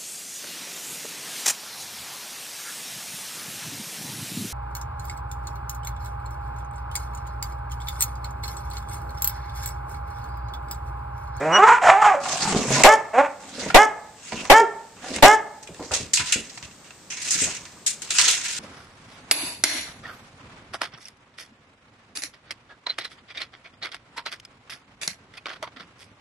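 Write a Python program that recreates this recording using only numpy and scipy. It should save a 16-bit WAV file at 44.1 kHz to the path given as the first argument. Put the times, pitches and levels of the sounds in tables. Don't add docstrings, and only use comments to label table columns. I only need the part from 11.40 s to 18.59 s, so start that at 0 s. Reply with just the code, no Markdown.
import sys
import numpy as np
from scipy import signal
from scipy.fft import rfft, irfft, next_fast_len
from scipy.io import wavfile

SR = 44100
rng = np.random.default_rng(int(sys.argv[2]) if len(sys.argv) > 2 else 0)


def digitize_waveform(pressure):
    field = np.atleast_2d(pressure).T
    bounded = np.clip(field, -1, 1)
    quanta = np.round(bounded * 32767).astype(np.int16)
    wavfile.write(sys.argv[1], SR, quanta)


N = 317079
TIME = np.arange(N) / SR


def from_db(db):
    return 10 ** (np.asarray(db) / 20)


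def rms_one(x):
    return x / np.sqrt(np.mean(x ** 2) + 1e-20)


def at_hz(points, hz):
    table_hz, values = np.array(points)[:, 0], np.array(points)[:, 1]
    return np.interp(np.log(hz), np.log(table_hz), values)


def bin_hz(size):
    return np.maximum(np.arange(size // 2 + 1) * SR / size, 5)


def faded(start_s, end_s, rise_s=0.005):
    span = slice(int(start_s * SR), min(int(end_s * SR), N))
    t = TIME[span]
    return span, np.clip(np.minimum((t - t[0]) / rise_s, (t[-1] - t) / 0.0024), 0, 1)


def during(rows, rise_s=0.0031):
    s, *columns = np.transpose(rows)
    span, fade = faded(s[0], s[-1], rise_s)
    return span, fade, [np.interp(TIME[span], s, c) for c in columns]


def drift(rate_hz, size):
    r = np.exp(-2 * np.pi * rate_hz / SR)
    noise = rng.standard_normal(size + 4000)
    settled = signal.lfilter([1], [1, -2 * r, r * r], noise)[4000:]
    return rms_one(settled)


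def coloured(x, points):
    length = x.shape[-1]
    size = next_fast_len(length + 2048)
    gain = from_db(at_hz(points, bin_hz(size)))
    return irfft(rfft(x, size) * gain / np.sqrt(np.mean(gain ** 2)), size)[..., :length]


def resonate(x, modes):
    out = 0
    for k, (hz, width_hz, level_db) in enumerate(modes):
        r = np.exp(-np.pi * width_hz / SR)
        top = (1 - r * r) / 2 * np.array([1, 0, -1])
        bottom = [1, -2 * r * np.cos(2 * np.pi * hz / SR), r * r]
        out = out + (-1) ** k * from_db(level_db) * signal.lfilter(top, bottom, x + 1e-18)
    return out


def wandering(hz, width_hz):
    turn = 2 * np.pi * np.cumsum(hz) / SR
    return drift(width_hz, len(hz)) * np.cos(turn) + drift(width_hz, len(hz)) * np.sin(turn)


def widened(mid, side):
    # frequency in Hz, left-right likeness 0-1.
    likeness = [(60, 1), (240, 0.9), (950, 0.82), (3770, 0.23), (15000, 0.091)]
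    alike = np.clip(at_hz(likeness, bin_hz(N)), 0, 1)
    common = np.sqrt(1 + alike) * rfft(mid)
    apart = np.sqrt(1 - alike) * rfft(side) * [[1], [-1]]
    return irfft(common + apart, N) / np.sqrt(2)


def voice(pitch_hz, rough, half, blur, throat_db, count):
    size = len(pitch_hz)
    wobbling_hz = pitch_hz * (1 + .16 * rough * drift(150, size))
    turn = np.cumsum(wobbling_hz) * np.pi / SR
    out, power = 0, 0
    for k in range(2, count):
        flicker_db = 7 * rough * drift(40, size)
        share = np.clip(half, 0, 1) if k % 2 else 1
        gain = from_db(throat_db(k / 2) + flicker_db) * share
        slip = blur * (k * pitch_hz / 4000) ** 2 * drift(52.4, size)
        out = out + gain * np.sin(k * turn + .35 * k * k + slip)
        power = power + gain ** 2 / 2
    return out / np.sqrt(power) * from_db(4 * rough * drift(70, size))


def room_tone():
    # frequency in Hz, relative level in dB per Hz.
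    tone_colour = [(15, -55), (25, -12.5), (177, -1), (286, -5), (616, -8.5), (741, -10), (1100, -10.5),
                   (2080, -13), (2860, -15.5), (6670, -13.5), (8030, -10), (11000, -36.5), (14000, -26)]
    level_db = -47.5
    noise = rms_one(coloured(rng.standard_normal((2, N)), tone_colour))
    return from_db(level_db) * widened(*noise)


def room(x):
    # frequency in Hz, t60 in s.
    decay = [(100, 0.74), (850, 0.65), (2000, 0.59), (4000, 0.36), (10000, 0.21)]
    size = next_fast_len(N + SR)
    hz = bin_hz(size)
    t60_s, tail = at_hz(decay, hz), np.zeros((2, len(hz)), complex)
    for k, lag_s in enumerate(rng.uniform(.03, 0.082, 20)):
        loop = from_db(-60 * lag_s / t60_s) * np.exp(-2j * np.pi * hz * lag_s)
        tail[k % 2] += loop / (1 - loop) * (-1) ** (k // 2)
    since = TIME[:8000]
    near = rng.standard_normal((2, 8000)) * from_db(-60 * since / 0.27) * (since > .004)
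    near = signal.lfilter([.45], [1, -.55], near)
    walls = from_db(-37.0) * rfft(near, size) + from_db(-24.5) * tail
    shared = walls + 0.48 * walls[::-1]
    return irfft(shared * rfft(x, size), size)[:, :N]


def paws():
    # start in s, peak in dB, lowest paw resonance in Hz.
    steps = [(2.215, -27, 443), (2.264, -28.5, 132), (2.924, -27, 200), (3.048, -27, 580),
             (3.715, -30, 234), (3.759, -22.5, 230), (4.287, -29, 194), (4.394, -21, 294),
             (4.509, -18.5, 496), (4.597, -25, 152), (4.791, -29, 111), (4.956, -22, 197), (5.229, -37, 88),
             (5.948, -32, 172), (6.017, -24.5, 192), (6.069, -30, 564), (6.793, -21.5, 890),
             (6.868, -29.5, 404)]
    noise_t60_s, boom_hz, boom_db = 0.25, 86, -1.5
    out = np.zeros(N)
    since = TIME[:9000]
    dying = from_db(-60 * since / noise_t60_s) * (1 - np.exp(-since / 0.00067))
    for s, peak_db, hz in steps:
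        modes = [(hz, 0.77 * hz, 0), (3.07 * hz, 1.8 * hz, -9), (boom_hz, 50, boom_db)]
        thud = resonate(rng.standard_normal(9000) * dying, modes)
        at = int(s * SR)
        out[at:at + 9000] += from_db(peak_db) * thud / np.max(np.abs(thud))
    return out


def stray_ticks(count):
    from_s, least_db, t60_s = 4.3, -45, .045
    return [(from_s + when * (N / SR - from_s), least_db + 8 * size, t60_s, -8 * dull)
            for when, size, dull in rng.random((count, 3))]


def wire_clicks():
    sizes_db = 3.3 * np.minimum(rng.exponential(1, (4, N)), 5)
    sizes = from_db(sizes_db) * rng.choice([-1, 1], (4, N))
    clicks_per_s = 5000 * from_db(4.0 * drift(30, N))
    clicks = rms_one(sizes * (rng.random((4, N)) < clicks_per_s / SR))
    return widened(*clicks[:2]), widened(*clicks[2:])


def crate():
    # time in s, level in dB before the wire's colour.
    rattle = [
        [(0.8, -43), (0.85, -31), (0.91, -25.5), (1.02, -23.5), (1.09, -23), (1.25, -29.5), (1.35, -18),
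         (1.43, -24)],
        [(2.0, -43), (2.142, -38), (2.216, -28.5), (2.335, -38)],
        [(2.76, -53), (2.974, -34), (3.09, -37)],
        [(3.56, -52), (3.652, -37.5), (3.772, -28.5), (3.815, -48)],
        [(4.18, -88), (4.33, -53), (4.49, -40.5), (4.61, -37.5), (4.76, -59), (4.89, -24.5), (4.915, -27),
         (4.96, -39), (5.09, -46.5), (5.25, -49), (5.52, -79), (5.76, -72), (5.88, -33), (6.02, -22.5),
         (6.14, -33.5), (6.28, -54), (6.51, -71), (6.65, -50), (6.74, -26), (6.85, -17.5), (7.06, -32),
         (7.19, -34)],
    ]
    # brightness in dB per octave, tray level in dB while the shaking is at -35.5 dB.
    bouts = [(-3, -39), (-4, -48.5), (-4, -48), (-4.5, -50.5), (-0.94, -54)]
    blows = list([(0.8545, -24, 0.063, -13.5), (1.4349, 6.5, 0.037, -3.3), (2.2163, -23, 0.029, -2),
                  (2.301, -23, 0.025, -16), (2.9198, -25, 0.062, -14), (3.052, -22, 0.017, -10),
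                  (3.7184, -33, 0.06, 7), (3.7605, -18.5, 0.033, 2), (3.783, -21, 0.015, -13.5),
                  (4.2265, -35.5, 0.13, 1), (4.2727, -25.5, 0.053, -4), (4.344, -34.5, 0.072, -6),
                  (4.425, -32, 0.074, -6), (4.515, -21, 0.12, -2.5), (4.5365, -14, 0.21, 1.5),
                  (4.7339, -8, 0.12, 3.5), (4.771, -13, 0.1, -2.5), (4.7942, -15.5, 0.13, -5.5),
                  (4.9215, -9, 0.16, 1), (5.095, -29.5, 0.055, -2.5), (5.1741, -25.5, 0.028, -10.5),
                  (5.225, -28.5, 0.11, -5), (5.31, -39, 0.05, -5), (5.4415, -41, 0.22, -6),
                  (5.5053, -35.5, 0.035, -11), (5.7004, -28.5, 0.41, -2.5), (5.722, -24.5, 0.057, -5.5),
                  (5.7697, -33, 0.83, -3), (5.8152, -28, 0.9, 3.5), (5.907, -16.5, 0.15, 7),
                  (6.1494, -24, 0.033, -1.5), (6.2516, -35.5, 0.12, -7), (6.4625, -13, 0.18, 3.5),
                  (6.6184, -23, 0.12, 0.5), (6.7047, -12, 0.042, -1.5), (6.783, -8, 0.16, -2),
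                  (6.8125, -14, 0.061, 1), (6.8784, -12.5, 0.18, 4), (6.9105, -26, 0.057, 11),
                  (7.0094, -24.5, 0.87, -2.5)]) + stray_ticks(count=8)
    # frequency in Hz, relative level in dB per Hz.
    wire_colour = [(410, -52.5), (700, -15), (848, -20.5), (940, -14), (1120, -22), (1350, -5.5),
                   (2400, 1.5), (3020, -0.5), (7900, 5.5), (13700, -28), (14400, -21), (15000, -80)]
    # frequency in Hz, width in Hz, relative level in dB.
    wire_modes = [(995, 33, 1), (1482, 7.8, -15), (1940, 18, -7), (2372, 40, 3.5), (2720, 110, -7.5),
                  (3710, 47, -24.5), (4180, 38, -4.5), (4304, 76, 2), (6475, 93, -2)]
    # frequency in Hz, relative level in dB per Hz.
    tray_colour = [(24, -39), (40, -48), (81, 5), (146, 2), (319, 2.5), (679, -3), (1200, 3), (1560, -13.5),
                   (2640, -120)]
    tray_follows = 0.28

    shake, tilt, shuffle = np.zeros((3, N))
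    for rows, (tilt_db, bout_db) in zip(rattle, bouts):
        span, fade, (level_db,) = during(rows)
        tray_db = bout_db + tray_follows * (level_db + 35.5)
        shake[span] = fade * from_db(level_db)
        tilt[span] = tilt_db
        shuffle[span] = fade * from_db(tray_db)

    clicks = wire_clicks()
    struck, since = np.zeros((2, N)), TIME[:9000]
    attack = 1 - np.exp(-since / 0.0007)
    crack = 1 + 0.32 * np.exp(-since / 0.0019)
    edges_hz = np.geomspace(600, 15500, 13)
    for k, (low_hz, high_hz) in enumerate(zip(edges_hz, edges_hz[1:])):
        octaves = np.log2(np.sqrt(low_hz * high_hz) / 4000)
        patches_db = 2.6 * drift(9, N)
        level = np.tile(shake * from_db(tilt * octaves + patches_db), (2, 1))
        chance_db = rng.normal(0, 2.7, len(blows))
        for (s, peak_db, t60_s, tilt_db), extra_db in zip(blows, chance_db):
            start_db = peak_db - 3.5 + extra_db + tilt_db * octaves
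            dying = from_db(start_db - 60 * since / max(t60_s, .01)) * crack
            at = int(s * SR)
            level[:, at:at + 9000] += (dying * attack)[:N - at]
        band = signal.butter(2, [low_hz, high_hz], "band", fs=SR, output="sos")
        struck += signal.sosfilt(band, clicks[k % 2] * level)
    tray = shuffle * from_db(4.5 * drift(12, N))
    tray = tray * rms_one(coloured(rng.standard_normal(N), tray_colour))
    return coloured(struck + 1.15 * resonate(struck, wire_modes), wire_colour), tray


def snarl():
    # time in s, chest level in dB, mouth resonance in Hz, mouth level in dB.
    growls = [
        [(0.8, -69, 860.5, -28.5), (0.824, -47, 800, -33.5), (0.97, -61, 700, -28.5), (1.0, -40, 716, -39),
         (1.052, -36, 900, -26.5), (1.146, -23, 740, -29), (1.252, -29, 670, -39), (1.304, -26.5, 597.5, -30.5),
         (1.348, -32, 616, -30.5), (1.404, -27, 656, -22), (1.43, -26.5, 657, -19)],
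        [(2.02, -50, 798, -60.5), (2.076, -54.5, 760, -51), (2.186, -38, 715, -58), (2.27, -33.5, 600, -34),
         (2.33, -51, 800, -75)],
        [(2.88, -90, 1003, -69), (2.932, -33.5, 1000, -84), (3.026, -41.5, 623, -40), (3.085, -58, 590, -70)],
        [(3.58, -85, 733, -87), (3.642, -40.5, 750, -39), (3.714, -36.5, 780, -47.5), (3.81, -44, 646, -51)],
    ]
    chest_centre_hz, chest_wander_hz, chest_swing = 220.7, 4.97, .12
    flap_leak = .3
    out = np.zeros(N)
    chest = chest_centre_hz * np.exp(chest_swing * drift(chest_wander_hz, N))
    for rows in growls:
        span, fade, (chest_db, mouth_hz, mouth_db) = during(rows)
        chest_hz = chest[span]
        flap_hz = 45 * from_db(4.0 * drift(17, len(fade)))
        cycle = np.cumsum(flap_hz) / SR
        flaps = rms_one(flap_leak + np.exp(-3.0 * (cycle % 1)))
        low = wandering(chest_hz, 30) + 0.7 * wandering(2 * chest_hz, 110)
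        high = wandering(mouth_hz, 60) + .6 * wandering(1.5 * mouth_hz, 140)
        out[span] = fade * flaps * (from_db(chest_db) * low + from_db(mouth_db) * high)
    return out


def thin_tones():
    # start in s,
    # length in s, from Hz, to Hz, peak rms level of the fundamental in dB, peak at share of length 0-1.
    tones = [(0.115, .075, 2925, 2880, -16, .6), (1.465, .095, 650, 520, -12, .2),
             (3.2, .06, 470, 340, -13, .15), (1.25, .19, 128, 145, -26, .45),
             (1.345, .09, 1000, 1035, -26, .3)]
    edge_db = -27
    out = np.zeros(N)
    for s, length_s, from_hz, to_hz, peak_db, peak_at in tones:
        span, fade = faded(s, s + length_s)
        share = np.linspace(0, 1, len(fade))
        away = np.where(share < peak_at, 1 - share / peak_at, (share - peak_at) / (1 - peak_at))
        turn = 2 * np.pi * np.cumsum(from_hz + (to_hz - from_hz) * share) / SR
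        tone = np.sqrt(2) * (np.sin(turn) + 0.38 * np.sin(2 * turn))
        out[span] += fade * from_db(peak_db + edge_db * away ** 2) * tone
    return out


def yelps():
    # time in s, pitch in Hz, level in dB, mouth resonance in Hz.
    cries = [
        [(0.0, 129, -27.5, 503), (0.048, 152.4, -24, 473), (0.104, 162.6, -22, 870), (0.158, 189.4, -13, 1260),
         (0.19, 219, -15.5, 1070)],
        [(0.18, 363.6, -6.5, 980), (0.215, 399, -14.5, 1110), (0.24, 429, -3.5, 1130), (0.262, 453, -14, 1050),
         (0.284, 529, -5.5, 990), (0.3, 446, -7, 1084), (0.33, 486.3, -9.5, 1025), (0.39, 472, -26, 988)],
        [(0.41, 351, -22, 767), (0.428, 380, -15.5, 790), (0.5, 348.3, -6, 812), (0.528, 393.3, -12, 760),
         (0.546, 383, -13.5, 760), (0.61, 440, -16, 870), (0.625, 440.4, -6.5, 880), (0.64, 436, -14, 890),
         (0.652, 399, -8, 904), (0.67, 419, -7.5, 815), (0.73, 381.7, -17.5, 850), (0.754, 287.4, -18.5, 610),
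         (0.81, 283, -39, 676)],
        [(1.73, 208.3, -20.5, 646), (1.777, 254.3, -15, 730), (1.784, 264, -6.5, 784), (1.812, 292, -10.5, 800),
         (1.822, 293.2, -21.5, 800), (1.87, 297, -23, 850)],
    ]
    # fundamental in relative dB, brightness in dB per octave, both before roughness.
    cry_voice = [(-8.5, 2.5), (-2.5, -1), (-10.5, -0.5), (-8.5, 2)]
    # time in s, roughness 0-1.
    hoarse = [(0, .25), (.09, .1), (.17, .2), (.2, .08), (.25, .08), (.27, .4), (.31, .2), (.36, .4),
              (.44, .6), (.5, .5), (.54, .12), (.6, .1), (.645, .45), (.68, .2), (.81, .25), (1.73, .3),
              (1.775, .1), (1.81, .08), (1.87, .3)]
    # frequency in Hz, relative level in dB.
    throat = [(76, -51), (130, 24), (340, 1.5), (420, 0.5), (570, 1.5), (840, -4.5), (1130, -8),
              (1400, -7.5), (1750, -11.5), (2400, -16.5), (2800, -27), (6000, -59)]
    # frequency in Hz, relative level in dB per Hz.
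    hiss_colour = [(1200, 3.5), (2400, 10), (4500, -3), (7500, 6), (10000, -14), (14000, -25.5),
                   (15000, -50)]
    half_from_rough, half_per_rough, half_most = .12, 1.6, .5
    fundamental_per_rough_db, tilt_per_rough_db = -34, 10

    out = np.zeros(N)
    for rows, (first_db, tilt_db) in zip(cries, cry_voice):
        span, fade, (pitch_hz, level_db, mouth_hz) = during(rows, rise_s=.014)
        rough = np.interp(TIME[span], *np.transpose(hoarse))
        half = np.clip(half_per_rough * (rough - half_from_rough), 0, half_most)
        weak_db = first_db + fundamental_per_rough_db * rough
        bright_db = tilt_db + tilt_per_rough_db * rough

        def throat_db(k):
            hz = k * pitch_hz
            mouth_db = 10.0 * np.exp(-(np.log(hz / mouth_hz) / 0.38) ** 2)
            return at_hz(throat, hz) + mouth_db + bright_db * np.log2(hz / 850) + weak_db * (k < 1.6)

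        cry = voice(pitch_hz, rough, half, .7 + 6 * rough, throat_db, count=36)
        hiss = coloured(rng.standard_normal(len(fade)), hiss_colour) * from_db(-13) * (rough + 0.15)
        out[span] += fade * from_db(level_db) * (cry + hiss)
    return out


def barks():
    # start in s, length in s, opening pitch in Hz before creep, note at the end in Hz,
    # level in dB at the burst time before the dip, burst time constant in s, nominal breath in dB,
    # air puff on the microphone in dB before its low-pass, half-pitch share 0-1 before the burst fades it.
    calls = [(1.44, 0.1, 284.2, 444.8, -5.5, 0.039, -6.5, -15, .5),
             (2.343, 0.095, 265, 433.6, -4.5, .036, -4, -10, 0),
             (3.097, 0.11, 304.8, 459, -4.5, 0.038, -5.5, -14, 0.13),
             (3.823, 0.12, 319.8, 436.8, -4.5, 0.048, -4, -15, 0.6)]
    # frequency in Hz, relative level in dB.
    throat = [(180, -14), (300, -13.5), (411, -5), (868, 5), (1280, -4.5), (1740, -3), (2160, -9.5),
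              (2560, -25), (3190, -20), (4000, -44), (5200, -65), (8800, -120)]
    # frequency in Hz, relative level in dB per Hz.
    breath_colour = [(90, -19.5), (250, -16.5), (700, -13), (1400, -31.5), (2000, -12), (4050, -22),
                     (11200, -35), (14500, -35), (15300, -71)]
    # frequency in Hz, relative level in dB per Hz.
    rasp_colour = [(2000, -35.5), (3200, -4), (4300, -11.5), (5300, 1), (7500, 1), (9500, -11.5),
                   (14000, -26), (15000, -41.5)]
    attack_s, fall_db_per_s, release_s, release_db_per_s = 0.0049, 66, 0.022, 588
    hold_share, glide_s, creep_hz_per_s = .3, .008, 301
    break_db, break_s = -3.5, 0.006
    open_tilt_db, note_tilt_db, dulling_db_per_s = -5.5, 4.5, 72
    open_mouth_hz, open_mouth_db, puff_share = 668, 5, 0.77

    out, breath, rasp, puff = np.zeros((4, N))
    for s, length_s, open_hz, note_hz, peak_db, burst_s, breath_db, puff_db, half in calls:
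        span, fade = faded(s, s + length_s + release_s)
        t = TIME[span] - s
        burst = np.exp(-(t / burst_s) ** 3)
        gliding = np.maximum(t - hold_share * burst_s, 0) / glide_s
        below_hz = (note_hz - open_hz) * (1 + gliding) * np.exp(-gliding)
        pitch_hz = note_hz - below_hz + creep_hz_per_s * np.minimum(t - length_s, 0)
        dip_db = break_db * np.exp(-((t - burst_s) / break_s) ** 2)
        release_db = -release_db_per_s * np.maximum(t - length_s, 0)
        fall_db = -fall_db_per_s * (t - burst_s)
        level = np.minimum(t / attack_s, 1) * from_db(peak_db + dip_db + release_db + fall_db)
        dulling_db = note_tilt_db - dulling_db_per_s * (t - burst_s)
        tilt_db = open_tilt_db * burst + (1 - burst) * dulling_db
        rough = .02 + .1 * burst + .06 * half ** 2

        def throat_db(k):
            hz = k * pitch_hz
            mouth_db = open_mouth_db * burst * np.exp(-(np.log(hz / open_mouth_hz) / 0.23) ** 2)
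            return at_hz(throat, hz) + mouth_db + tilt_db * np.log2(hz / 850)

        folds = voice(pitch_hz, rough, half * np.sqrt(burst), rough * 4, throat_db, count=20)
        out[span] += fade * level * folds
        breath[span] = fade * from_db(breath_db) * burst
        rasp[span] = fade * level * from_db(-20.5 + 4.6 * drift(71, len(fade)))
        puff[span] = -from_db(puff_db) * np.exp(-(t / (puff_share * burst_s)) ** 3) * fade
    gusts = puff * (1 + 0.5 * np.array([drift(80, N), drift(80, N)]))
    push = signal.sosfilt(signal.butter(2, 60, fs=SR, output="sos"), gusts)
    out += rasp * rms_one(coloured(rng.standard_normal(N), rasp_colour))
    breath_noise = breath * coloured(rng.standard_normal((2, N)), breath_colour)
    return out, breath_noise, push * from_db([[4], [-5]])


def scene():
    tone = room_tone()
    wire, shuffle = crate()
    tray = shuffle + paws()
    bark, breath, puff = barks()
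    dogs = bark + yelps() + thin_tones() + snarl()
    wet = room(dogs + 0.35 * breath[0] + tray + 1.12 * wire.mean(axis=0))
    return dogs + breath * from_db([[1.5], [-1.5]]) + puff + wire + tray + wet + tone


def gain_control(x, knee_db, share, release_db_s):
    ramp_db = release_db_s * TIME
    level_db = 20 * np.log10(np.max(np.abs(x), axis=0) + 1e-6)
    held_db = np.maximum.accumulate(level_db + ramp_db) - ramp_db
    turned_db = signal.lfilter([.02], [1, -.98], share * np.maximum(held_db - knee_db, 0))
    return x * from_db(3.5 - turned_db)


def record(dry):
    # frequency in Hz, left minus right in dB.
    port_balance = [(100, -0.3), (700, -1.5), (4200, -1.5), (6300, -8), (7200, 4.5), (8000, 11),
                    (14000, 12)]
    cutoff_hz = 15900
    left = from_db(at_hz(port_balance, bin_hz(N)))
    ports = np.array([left, np.ones_like(left)]) / np.sqrt((1 + left ** 2) / 2)
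    heard = gain_control(irfft(rfft(dry) * ports, N), knee_db=-31.5, share=0.17, release_db_s=7)
    flat = heard / (1 + np.abs(heard / .98) ** 6) ** (1 / 6)
    return signal.sosfilt(signal.cheby2(12, 60, cutoff_hz, fs=SR, output="sos"), flat)


dry = scene()
out = record(dry)
digitize_waveform(out)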